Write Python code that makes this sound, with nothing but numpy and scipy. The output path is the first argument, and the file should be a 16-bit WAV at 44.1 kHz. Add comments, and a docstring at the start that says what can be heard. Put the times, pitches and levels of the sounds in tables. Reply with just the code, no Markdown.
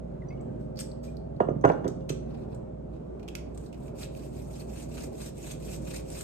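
"""Bottle and salt shaker in a home kitchen

A glass bottle gurgles, a bracelet rattles on it, it is set down on a tiled counter and capped: rising
bubble tones, then noise cracks and pushes that ring the modes of beads, counter, glass and neck.
A plastic salt shaker is picked up, flipped open and shaken over a bowl: ringing snaps, then filtered
sparse grains. Beneath lie a throbbing fan, made of beating shaft orders and coloured noise, and the
echoes of the room. A phone with two microphone ports lies on the counter."""
import sys
import numpy as np
from scipy import signal
from scipy.fft import rfft, irfft
from scipy.io import wavfile
from scipy.ndimage import uniform_filter1d

SR = 44100
rng = np.random.default_rng(int(sys.argv[2]) if len(sys.argv) > 2 else 0)


def master_out(mix):
    """Clip the mix to full scale and print it as 16-bit PCM to the path in sys.argv[1]."""
    frames = np.transpose(np.atleast_2d(mix))
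    ceiling = np.clip(frames, -1, 1)
    pcm = np.round(ceiling * 32767).astype(np.int16)
    wavfile.write(sys.argv[1], SR, pcm)


N = 274743  # samples


def gain_of(db):
    """Turns dB into gain."""
    return 10 ** (np.asarray(db) / 20)


def evened(x):
    """Scales to rms 1."""
    return x / np.sqrt(np.mean(x ** 2) + 1e-20)


def coloured(x, points):
    """Shapes the spectrum through (Hz, dB) points, joined on a log frequency axis."""
    f, db = np.transpose(points)
    hz = np.fft.rfftfreq(x.shape[-1], 1 / SR)
    curve_db = np.interp(np.log(hz + 1), np.log(f + 1), db)
    return irfft(rfft(x) * gain_of(curve_db), x.shape[-1])


def patchy(x, depth_db, size):
    """Random patches lift and lower the colour; short frames give brief wide ones, long frames slow narrow ones."""
    z = signal.stft(x, nperseg=size)[2]
    patches = rng.standard_normal(z.shape[1:])
    patches = uniform_filter1d(patches, size=5, axis=0)
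    patches = uniform_filter1d(patches, size=8, axis=1)
    return signal.istft(z * gain_of(depth_db * evened(patches)), nperseg=size)[1][:, :N]


def wander(hz, count):
    """Slow random curves of rms about 1, each a sum of twelve sines up to the given rate."""
    t = np.arange(0, N + 512, 256) / SR
    f = hz * rng.uniform(0.067, 1, (count, 12, 1))
    phase = rng.random((count, 12, 1))
    slow = np.sin(2 * np.pi * (f * t + phase)).sum(1) / np.sqrt(6)
    return np.array([np.interp(np.arange(N) / SR, t, row) for row in slow])


def add(mix, s, sound):
    """Mixes a two-port sound in at time s."""
    part = mix[:, round(s * SR):][:, :sound.shape[1]]
    part += sound[:, :part.shape[1]]


def sided(pan_db):
    """Port gains for a left-right level difference."""
    return gain_of([[pan_db / 2], [-pan_db / 2]])


def ring(modes, near_hz, reach, uneven_db=1.1, detune=0, swell_turns=1.7, scatter=1):
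    """Decaying sines, weaker by reach dB per octave from the struck pitch; the left port hears them .3 ms later."""
    hz, db, t60 = np.transpose(modes)[:, :, None]
    t = np.arange(SR // 3) / SR - np.array([.0003, 0])[:, None, None]
    uneven, phase, shift = rng.random((3, len(modes), 1))
    hz = hz * (1 + detune * (2 * shift - 1))
    level_db = db + uneven_db * uneven - reach * abs(np.log2(hz / near_hz)) - 60 * t / t60
    onset = np.clip(t * hz / swell_turns, 0, 1)  # counted in cycles, so bass swells later
    tones = np.sin(2 * np.pi * (hz * t + scatter * phase))
    sound = (gain_of(level_db) * tones * onset).sum(1)
    return sound / abs(sound).max()


RING_DB_PER_DOUBLING = 6.0  # each doubling of crack length feeds the ring this much more


def ticks(rows, modes, ring_db, top_db, pan_db=0.0):
    """A crack of noise with a peak of colour on a broad base, and a ring of modes."""
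    out, t = np.zeros((2, N)), np.arange(SR // 3) / SR
    for s, db, crack_ms, hz, broad_db in rows:
        doublings = np.log2(crack_ms)
        colour = [(600, broad_db - 16.0), (1400, broad_db - 0.5),
                  (hz / 1.29, broad_db), (hz, 0), (hz * 1.5, broad_db),
                  (16000, broad_db + top_db - 3.8 * doublings)]  # short is bright
        crack = evened(coloured(rng.standard_normal((2, len(t))), sorted(colour)))
        swell_in = np.minimum(3500 * t / crack_ms, 1)  # slower for long scrapes
        crack = crack * np.exp(-1000 * t / crack_ms) * swell_in
        # the hand makes the ring flutter
        grip_db = 5.5 * evened(uniform_filter1d(rng.standard_normal(len(t)), size=300))
        ring_gain = gain_of(ring_db + RING_DB_PER_DOUBLING * doublings + grip_db)
        ringing = ring_gain * ring(modes, hz, reach=17.0, detune=.004)
        add(out, s, gain_of(db) * sided(pan_db) * (crack + ringing))
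    return out


def alike(rows, crack_ms, broad_db, softer=0):
    """One breadth for all rows; the crack lengthens by softer ms for each dB a touch is weaker."""
    return [(s, db, crack_ms - softer * db, hz, broad_db) for s, db, hz in rows]


TRAVEL_S, TRAVEL_HZ = 0.00505, 1012  # a quarter of this pitch comes this much later


def travelled(x):
    """Bending waves cross the counter faster when high, so each blow sweeps downwards."""
    hz = np.fft.rfftfreq(N, 1 / SR)
    turns = TRAVEL_S * (2 * np.sqrt(hz * TRAVEL_HZ) - hz)
    turns = np.where(hz < TRAVEL_HZ, turns, TRAVEL_S * TRAVEL_HZ)  # no delay above
    return irfft(rfft(x) * np.exp(-2j * np.pi * turns), N)


# Bottle blows on the counter. Each row: start in seconds, peak level in dB before the bass is shaped,
# level of the gritty crack in dB on top of that, strongest pitch in Hz.
BOTTLE_BLOWS = [(1.4022, -10, -12, 850), (1.4039, -8, -17, 394), (1.485, -14, -17.5, 474),
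                (1.5045, -20.5, -29.5, 353), (1.554, -24.5, -25.5, 220), (1.639, -11.5, -5.5, 1200),
                (1.6413, -8.5, -21, 620), (1.6489, -3, -10.5, 760), (1.670, -19, -19, 500),
                (1.677, -21, -17, 497), (1.693, -17, -5, 1080), (1.699, -12.5, -6, 800),
                (1.716, -25.5, -18, 694), (1.733, -35.5, -17.5, 1100), (1.7766, -37.5, -9, 1230),
                (1.804, -31.5, -9.5, 500), (1.843, -23.5, -6, 1310), (1.853, -18, -26, 545),
                (1.865, -23.5, -10, 543), (1.88, -23.5, -22, 495), (2.099, -22.5, -10.5, 294)]
# Modes of the counter. Each row: pitch in Hz, relative level in dB, time to fall 60 dB in seconds.
COUNTER_MODES = [(160, 2, 0.038), (203, -8.5, 0.078), (284, -11.5, 0.08), (372, -5, 0.067), (429, 0, 0.065),
                 (531, 4, 0.045), (613.5, 2.5, 0.055), (709, -1, 0.094), (833, 6.5, 0.038),
                 (1028, 8, 0.022), (1238, -2.5, 0.1), (1400, 10.5, 0.023), (1555, 3, .025),
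                 (1945, -7, 0.034), (2204, 7, 0.029)]
# Colour of glass edge grinding on tile. Each row: frequency in Hz, relative level in dB.
GRIT_COLOUR = [(400, -13), (1000, 15.5), (1600, 2.5), (2500, -17.5), (4000, -28.5), (6000, -37),
               (12000, -41.5)]
# Bass the counter carries to the right port. Each row: frequency in Hz, lift on the right in dB,
# which is also the cut on the left.
RIGHT_BASS_LIFT = [(150, 9), (350, 2.5), (700, 2.5), (1100, 0)]
CONTACT_MS, SOFTER_MS_PER_DB = 0.37, 0.1  # a weaker blow stays longer in contact
DAMPED_S, AFTER_RING = 0.0097, 0.67  # decay of the extra first swing; weight of the ring that goes on


def knocks():
    """Each blow is a smooth push into the modes of the counter, brighter when short, with a gritty crack."""
    out, t = np.zeros((2, N)), np.arange(SR // 8) / SR
    for s, db, crack_db, hz in BOTTLE_BLOWS:
        push = np.hanning(round((CONTACT_MS - SOFTER_MS_PER_DB * db) * SR / 1000))
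        modes = ring(COUNTER_MODES, hz, reach=5.3, uneven_db=3.5, detune=0.04, swell_turns=0.34, scatter=0.34)
        blow = signal.fftconvolve(modes, push[None], axes=1)
        # the weight of the bottle damps the first swing
        blow *= AFTER_RING + np.exp(-np.arange(blow.shape[1]) / SR / DAMPED_S)
        add(out, s, gain_of(db) * blow / abs(blow).max())
        crack = evened(coloured(rng.standard_normal(len(t)), GRIT_COLOUR))
        crack = crack * np.exp(-t / 0.0046) * np.minimum(t / 0.0011, 1)
        both_ports = np.array([np.roll(crack, 17), crack])  # left is 17 samples late
        add(out, s, gain_of(db + crack_db) * both_ports)
    out = coloured(travelled(out), [(50, -35), (130, 0)])  # the blows carry no deep bass
    left_bass = np.multiply(RIGHT_BASS_LIFT, [1, -1])
    return np.array([coloured(out[0], left_bass), coloured(out[1], RIGHT_BASS_LIFT)])


# Glassy clinks, the one at 1.612 a faint high ring before a blow.
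# Each row: start in seconds, level in dB, colour peak in Hz.
GLASSY_CLINKS = [(1.4052, -52.5, 2800), (1.414, -60, 8050), (1.487, -70, 6000), (1.612, -61, 6130),
                 (1.649, -50, 6130), (1.654, -48, 2800), (1.689, -49.5, 3940), (1.7175, -51, 3600),
                 (1.845, -56.5, 3370), (2.0068, -63, 3500), (2.101, -42.5, 6000)]
# Modes of the glass wall. Each row: pitch in Hz, relative level in dB, time to fall 60 dB in seconds.
GLASS_MODES = [(2832, -6, .17), (3420, -13, .12), (6130, 0, .11), (6230, -5, .1), (7970, -3, .2),
               (8160, -6, .08), (12000, -6, .08)]


def clinks():
    """Glassy clinks around the blows: short cracks with a ring of high modes."""
    rows = alike(GLASSY_CLINKS, crack_ms=5.1, broad_db=-8.0)
    return ticks(rows, GLASS_MODES, ring_db=-14.0, top_db=-3.0)


# The cap meets the neck. Each row: start in seconds, level in dB, crack decay in ms, colour peak in Hz,
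# level of the broad base in dB against the peak.
CAP_TOUCHES = [(1.8781, -38, 5.1, 7050, -5.5), (2.0905, -35, 5.6, 5500, 11), (2.094, -30, 5.7, 2670, -7.5)]
# Modes of cap and neck. Each row: pitch in Hz, relative level in dB, time to fall 60 dB in seconds.
NECK_MODES = [(2150, -4, .1), (2650, -2, .09), (3100, -2, .12), (3500, -5, .14), (4400, -3, .12),
              (5050, -2, .07), (5400, -3, .18), (5800, -5, .08), (6200, 2, .12), (7330, -4, .07),
              (8500, -8, .08)]


def cap():
    """Short cracks of the cap set it and the neck ringing."""
    return ticks(CAP_TOUCHES, NECK_MODES, ring_db=-27.0, top_db=8.0)


# Bracelet on the bottle. Each row: start in seconds, level in dB, crack decay in ms, colour peak in Hz,
# level of the broad base in dB against the peak.
BRACELET_RATTLES = [(.410, -59, 5.3, 7450, -30), (.5965, -69, 47, 8000, 3), (.757, -54, 8.8, 4600, -8),
                    (.7715, -48, 20, 4570, -12), (.7895, -28.5, 5.1, 5100, -10),
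                    (.7984, -32, 11.3, 8400, -13.5), (.8069, -33, 6.5, 5100, -13),
                    (.9158, -49, 3, 4350, -24), (1.0304, -53.5, 45, 7700, 2),
                    (1.1686, -47.5, 3.4, 4330, -22), (1.3647, -60, 2.5, 4200, -22.5)]
# Modes of the beads. Each row: pitch in Hz, relative level in dB, time to fall 60 dB in seconds.
BEAD_MODES = [(4450, -4, .06), (4820, -2, .06), (5050, -4, .07), (6500, -10, .12), (7900, -2, .12),
              (8250, -3, .1), (12200, -1, .12), (12800, 1, .14)]


def bracelet():
    """Beads tick and scrape on the glass and ring high."""
    return ticks(BRACELET_RATTLES, BEAD_MODES, ring_db=-24.0, top_db=17.0)


# Bubbles in the neck. Each row: start in seconds, level in dB, starting pitch in Hz, length in seconds
# by which the fade has reached BUBBLE_FADE_DB.
NECK_BUBBLES = [(0.219, -56, 2010, 0.0083), (0.231, -66, 1850, .02), (0.2847, -54, 5900, 0.0073),
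                (0.285, -65, 4660, 0.026), (0.304, -53.5, 2105, 0.034), (0.305, -63, 2520, 0.02),
                (.327, -71, 4650, .01), (0.374, -71, 2850, 0.013), (0.396, -64, 2200, .012),
                (0.405, -73, 5830, 0.0082), (1.078, -58.5, 2380, 0.018)]
BUBBLE_RISE_HZ_PER_S, BUBBLE_FADE_DB = 4500, 9  # the pitch climbs as the bubble nears the surface


def gurgle():
    """Bubbles ring with a rising pitch and a fluttering level, and stop short."""
    out, t = np.zeros((2, N)), np.arange(SR // 5) / SR
    for s, db, hz, length in NECK_BUBBLES:
        port_turns = np.array([[0], [.12]])  # phase lead of the right port in cycles
        turns = hz * t + BUBBLE_RISE_HZ_PER_S * t ** 2 / 2 + rng.random() + port_turns
        flutter = gain_of(2.5 * evened(uniform_filter1d(rng.standard_normal(len(t)), size=150)))
        fade = gain_of(db - BUBBLE_FADE_DB * (t / length) ** 3) * np.minimum(t / .0015, 1)
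        add(out, s, fade * np.sin(2 * np.pi * turns) * flutter)
    return out


def grains(per_s, spread_db):
    """Sparse crystals of uneven size and random sign."""
    size = gain_of(spread_db * np.minimum(rng.exponential(1, (2, N)), 5))
    size = size * rng.choice([-1, 1], (2, N))
    return size * (rng.random((2, N)) < per_s / SR)


def swell(t, start, end):
    """A slide fades in over 90 ms and out over 53 ms."""
    return (np.clip((t - start) / 0.09, 0, 1) * np.clip((end - t) / 0.053, 0, 1)) ** 1.28


def landing(since, db, t60):
    """The heap strikes at once and settles."""
    return gain_of(db - 60 * abs(since) / t60) * np.clip(since / .007, 0, 1)


# Shakes: salt slides along the shaker and lands on the lid. Each row: start in seconds, end in seconds,
# slide level in dB, landing level in dB, both before the final lift of hiss and drum.
SALT_STROKES = [(3.474, 3.717, -67.5, -86), (3.718, 3.922, -64.5, -83), (3.938, 4.083, -46.5, -56),
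                (4.08, 4.314, -58, -68), (4.265, 4.462, -58, -87), (4.418, 4.666, -55, -64),
                (4.644, 4.877, -52, -54.5), (4.853, 5.094, -50.5, -50.5), (5.095, 5.318, -49.5, -52.5),
                (5.324, 5.568, -48.5, -55), (5.565, 5.802, -48, -60), (5.793, 6.021, -46.5, -51.5),
                (6.037, 6.266, -46, -54)]
# A hand brushes glass and plastic. Each row: start in seconds, end in seconds, level in dB before that lift.
HAND_BRUSHES = [(2.23, 2.48, -73.5), (2.483, 2.553, -57.5), (2.898, 2.99, -66.5)]
# Colour of the crystals' hiss. Each row: frequency in Hz, relative level in dB.
HISS_COLOUR = [(1000, -49), (2000, -9), (4000, -10.5), (6000, -7), (8000, -1), (9500, -2.5), (12000, -4.5),
               (15000, -2)]
# Colour of their drumming on the wall. Each row: frequency in Hz, relative level in dB.
DRUM_COLOUR = [(700, -7.5), (1300, -10), (1650, -9.5), (2000, -14), (2550, -2.5), (3100, -15.5),
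               (3900, -10), (5500, -17), (7000, -23), (9000, -77)]
BUILD_DB, WALL_DB = 3, -11.5  # growth late in the slide; the wall's drumming against the slide
LANDS_AT, LANDING_T60_S = 0.47, 0.14  # share of the stroke; time to fall 60 dB
SECOND_LANDING_S, SECOND_LANDING_DB = 0.062, -20  # before the stroke ends; against the slide


def salt():
    """Crystals hiss along the wall and drum on it, and the heap lands on the lid; a hand rubs dully."""
    t = np.arange(N) / SR
    bright, dull = np.zeros((2, N))
    for start, end, db, landing_db in SALT_STROKES:
        held_back = np.clip((end - .05 - t) / 0.075, 0, 1)
        slide = swell(t, start, end) * gain_of(db - BUILD_DB * held_back)
        first = landing(t - start - LANDS_AT * (end - start), landing_db, LANDING_T60_S)
        # the rest of the heap follows
        second = landing(t - end + SECOND_LANDING_S, db + SECOND_LANDING_DB, LANDING_T60_S / 2)
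        bright += slide
        dull += slide * gain_of(WALL_DB) + first + second
    for start, end, db in HAND_BRUSHES:
        bright += swell(t, start, end) * gain_of(db - 4.0)
        dull += swell(t, start, end) * gain_of(db)
    uneven = gain_of(1.9 * wander(45.0, count=1))  # the flow comes in clumps
    hiss = evened(coloured(grains(6000, 1.9), HISS_COLOUR))
    drum = evened(coloured(grains(2600, 2.8), DRUM_COLOUR))
    drum_lift = gain_of(3.0 + 2.0 * wander(30.0, count=1))
    flow = uneven * (gain_of(5.0) * bright * hiss + drum_lift * dull * drum)
    return patchy(flow, 2.6, size=256)  # the colour of the salt shifts in patches


# Modes of the plastic shaker, also used by sharp_cracks().
# Each row: pitch in Hz, relative level in dB, time to fall 60 dB in seconds.
SHAKER_MODES = [(1420, 18, 0.016), (2570, -16, 0.017), (3320, -3, 0.005), (4850, 9, 0.018),
                (7900, 6, 0.033)]
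# Fingers and lid on the shaker. Each row: start in seconds, level in dB before panning, colour peak in Hz.
LID_SNAPS = [(2.5452, -52.5, 7800), (3.195, -57, 2270), (3.2278, -54.5, 2520), (3.2782, -44, 2600),
             (3.284, -38.5, 2730), (3.3518, -27.5, 2230), (3.361, -46, 2300), (3.382, -49, 2700),
             (3.5447, -54.5, 8050), (3.5745, -44.5, 7840), (3.6111, -58, 7970), (3.661, -57.5, 4100),
             (3.7268, -49, 2510), (3.7417, -54, 2430), (3.879, -53, 2380)]
SNAP_MS, SOFTER_SNAP_MS_PER_DB = -0.93, 0.16  # crack decay extrapolated to 0 dB; a light touch lasts longer


def lid():
    """Fingers and lid snap on the plastic, which rings dry and short, a little to the right."""
    rows = alike(LID_SNAPS, SNAP_MS, broad_db=-12.5, softer=SOFTER_SNAP_MS_PER_DB)
    return ticks(rows, SHAKER_MODES, ring_db=-27.0, top_db=8.0, pan_db=-2.2)


# Short sharp cracks within the salt's rattle. 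Each row: start in seconds, level in dB, colour peak in Hz.
SHARP_CRACKS = [(4.006, -49, 2900), (4.024, -43, 2000), (4.032, -34.5, 3900), (4.036, -36.5, 2600),
                (4.043, -42, 1700), (4.054, -49, 2700), (4.1498, -46, 2600), (4.2341, -52, 2600),
                (4.916, -59, 2700), (4.99, -50, 1500), (5.023, -42, 6500), (5.2059, -57, 3800),
                (5.2163, -37, 1600), (5.263, -55, 2500), (5.283, -54, 2400), (5.517, -37, 7500),
                (5.6015, -53, 2600), (5.8334, -62, 2600), (5.962, -43, 4000), (6.1023, -36, 8000),
                (6.127, -50, 8000), (6.1901, -37, 8000), (6.2096, -29, 7500)]


def sharp_cracks():
    """Brief cracks stand out of the rattle, with a faint ring."""
    rows = alike(SHARP_CRACKS, crack_ms=2.5, broad_db=-15.5)
    return ticks(rows, SHAKER_MODES, ring_db=-35.0, top_db=7.0)


# Shaft orders of the throb. Each row: multiple of the shaft speed, relative level in dB.
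FAN_ORDERS = [(5, -12.5), (6, -8.5), (7, -3.5), (8, -7), (9, -8), (11, -9.5), (12, -9), (19, -15),
              (27, -15.5), (32, -17)]
# Level of the throb over time. Each row: time in seconds, level in dB added to every order.
THROB_LEVEL = [(0, -37), (.2, -37), (.45, -34), (.65, -36.5), (1.0, -39), (1.2, -37), (1.4, -35),
               (2.0, -33), (2.3, -36), (2.6, -38), (3.2, -44.5), (3.8, -42.5), (4.15, -38), (4.4, -40),
               (5.0, -41.5), (5.4, -41), (5.85, -36), (6.23, -39.5)]
# Colour of the rush of air. Each row: frequency in Hz, relative level in dB per Hz.
AIR_COLOUR = [(25, -23.5), (45, -5.5), (75, -6.5), (131, -4), (291, -5), (412, -7.5), (483, -14),
              (598, -13), (967, -26.5), (1520, -36), (1830, -42), (2800, -49), (4920, -57), (8390, -56),
              (14700, -61)]
FAN_HZ, AIR_DB = 19.7, -41.5  # mean shaft speed; mean rms of the rush
HUM_ORDER, HUM_DB = 3, -47  # multiple of the shaft speed; mean rms


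def fan():
    """Shaft orders beat into a throb, each wavering, over a low hum and a rush of air."""
    t = np.arange(N) / SR
    turns = FAN_HZ * t + 0.0813 * wander(.8, count=1)
    order, db = np.transpose(FAN_ORDERS)[:, :, None]
    sway_db = 2.8 * wander(2.0, count=len(order))
    slip = .013 * order * wander(1.2, count=len(order))
    lag = np.array([0, .3])[:, None, None]  # cycles: the right port hears each order later
    waves = np.cos(2 * np.pi * (order * turns + slip - lag))
    throb = (gain_of(db + sway_db) * waves).sum(1)
    throb = throb * gain_of(np.interp(t, *np.transpose(THROB_LEVEL)))
    hum = gain_of(HUM_DB + 2.2 * wander(6.6, count=1)) * np.sin(2 * np.pi * HUM_ORDER * turns)
    air = coloured(rng.standard_normal((2, N)), AIR_COLOUR)
    rush = evened(patchy(air, 1.5, size=2048)) * gain_of(AIR_DB + .9 * wander(2.5, count=1))
    return throb + np.sqrt(2) * hum + rush


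# Decay of the kitchen. Each row: frequency in Hz, time to fall 60 dB in seconds.
ROOM_DECAY = [(150, 1), (600, 0.4), (2500, 0.42), (8000, 0.33), (14000, 0.15)]


def kitchen(x):
    """Sparse echoes of random sign, each band dying at its own speed."""
    taps = np.zeros((2, SR))
    at = np.arange(160, SR - 20, 20) + rng.integers(0, 20, (2, (SR - 161) // 20))
    np.put_along_axis(taps, at, rng.choice([-1., 1.], at.shape), 1)
    hz, t, z = signal.stft(taps, SR, nperseg=256)
    f, t60 = np.transpose(ROOM_DECAY)
    decay = gain_of(-60 * t / np.interp(hz, f, t60)[:, None])
    tail = signal.istft(z * decay, SR, nperseg=256)[1]
    return signal.fftconvolve(x, tail / np.linalg.norm(tail[0]), axes=1)[:, :N]


def scene():
    """Near sounds with their echoes, over the fan."""
    low, grit, drips = knocks(), salt(), gurgle()
    high = bracelet() + clinks() + cap() + lid() + sharp_cracks()
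    sends = gain_of(-10.5) * low + gain_of(-8.5) * high + gain_of(-9.5) * grit + gain_of(-13.0) * drips
    return low + high + grit + drips + kitchen(sends) + fan()


# Colour of the sum of the channels, with a gap near 10 kHz. Each row: frequency in Hz, gain in dB.
SUM_COLOUR = [(9000, 0.5), (9700, -8.5), (10000, -34.5), (11100, -26.5), (11400, -5.5), (13800, -7),
              (14800, -31)]
# Colour of their difference, with gaps near 7 and 13 kHz. Each row: frequency in Hz, gain in dB.
DIFFERENCE_COLOUR = [(40, -32.5), (110, -14.5), (300, -2.5), (560, 6), (900, 1), (1800, -1.5), (4000, 1.5),
                     (6300, 3), (6900, -8), (7600, -38.5), (8300, -15), (9000, -2), (11600, -3),
                     (12500, -35), (13600, -36), (14200, -14.5)]
# Lean between the channels. Each row: frequency in Hz, left-right level difference in dB.
CHANNEL_LEAN = [(60, -2.5), (180, -2), (530, -2.5), (1600, 1), (5000, -.5), (9000, 0)]


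def record(dry):
    """Sum and difference of the channels are coloured apart, the sum with a gap near 10 kHz.

    The bass then leans right, peaks are rounded and the top is cut."""
    both = coloured(dry[0] + dry[1], SUM_COLOUR) / 2
    across = coloured(dry[0] - dry[1], DIFFERENCE_COLOUR) / 2
    hz, db = np.transpose(CHANNEL_LEAN)
    left = coloured(both + across, np.transpose([hz, db / 2]))
    right = coloured(both - across, np.transpose([hz, -db / 2]))
    pair = np.array([left, right])
    rounded = pair / (1 + abs(pair) ** 4) ** .25  # soft overload
    edge = signal.firwin(511, 15100, window=("kaiser", 9), fs=SR)  # low-pass, cutoff in Hz
    return signal.oaconvolve(rounded, edge[None], "same")


dry = scene()
out = record(dry)
master_out(out)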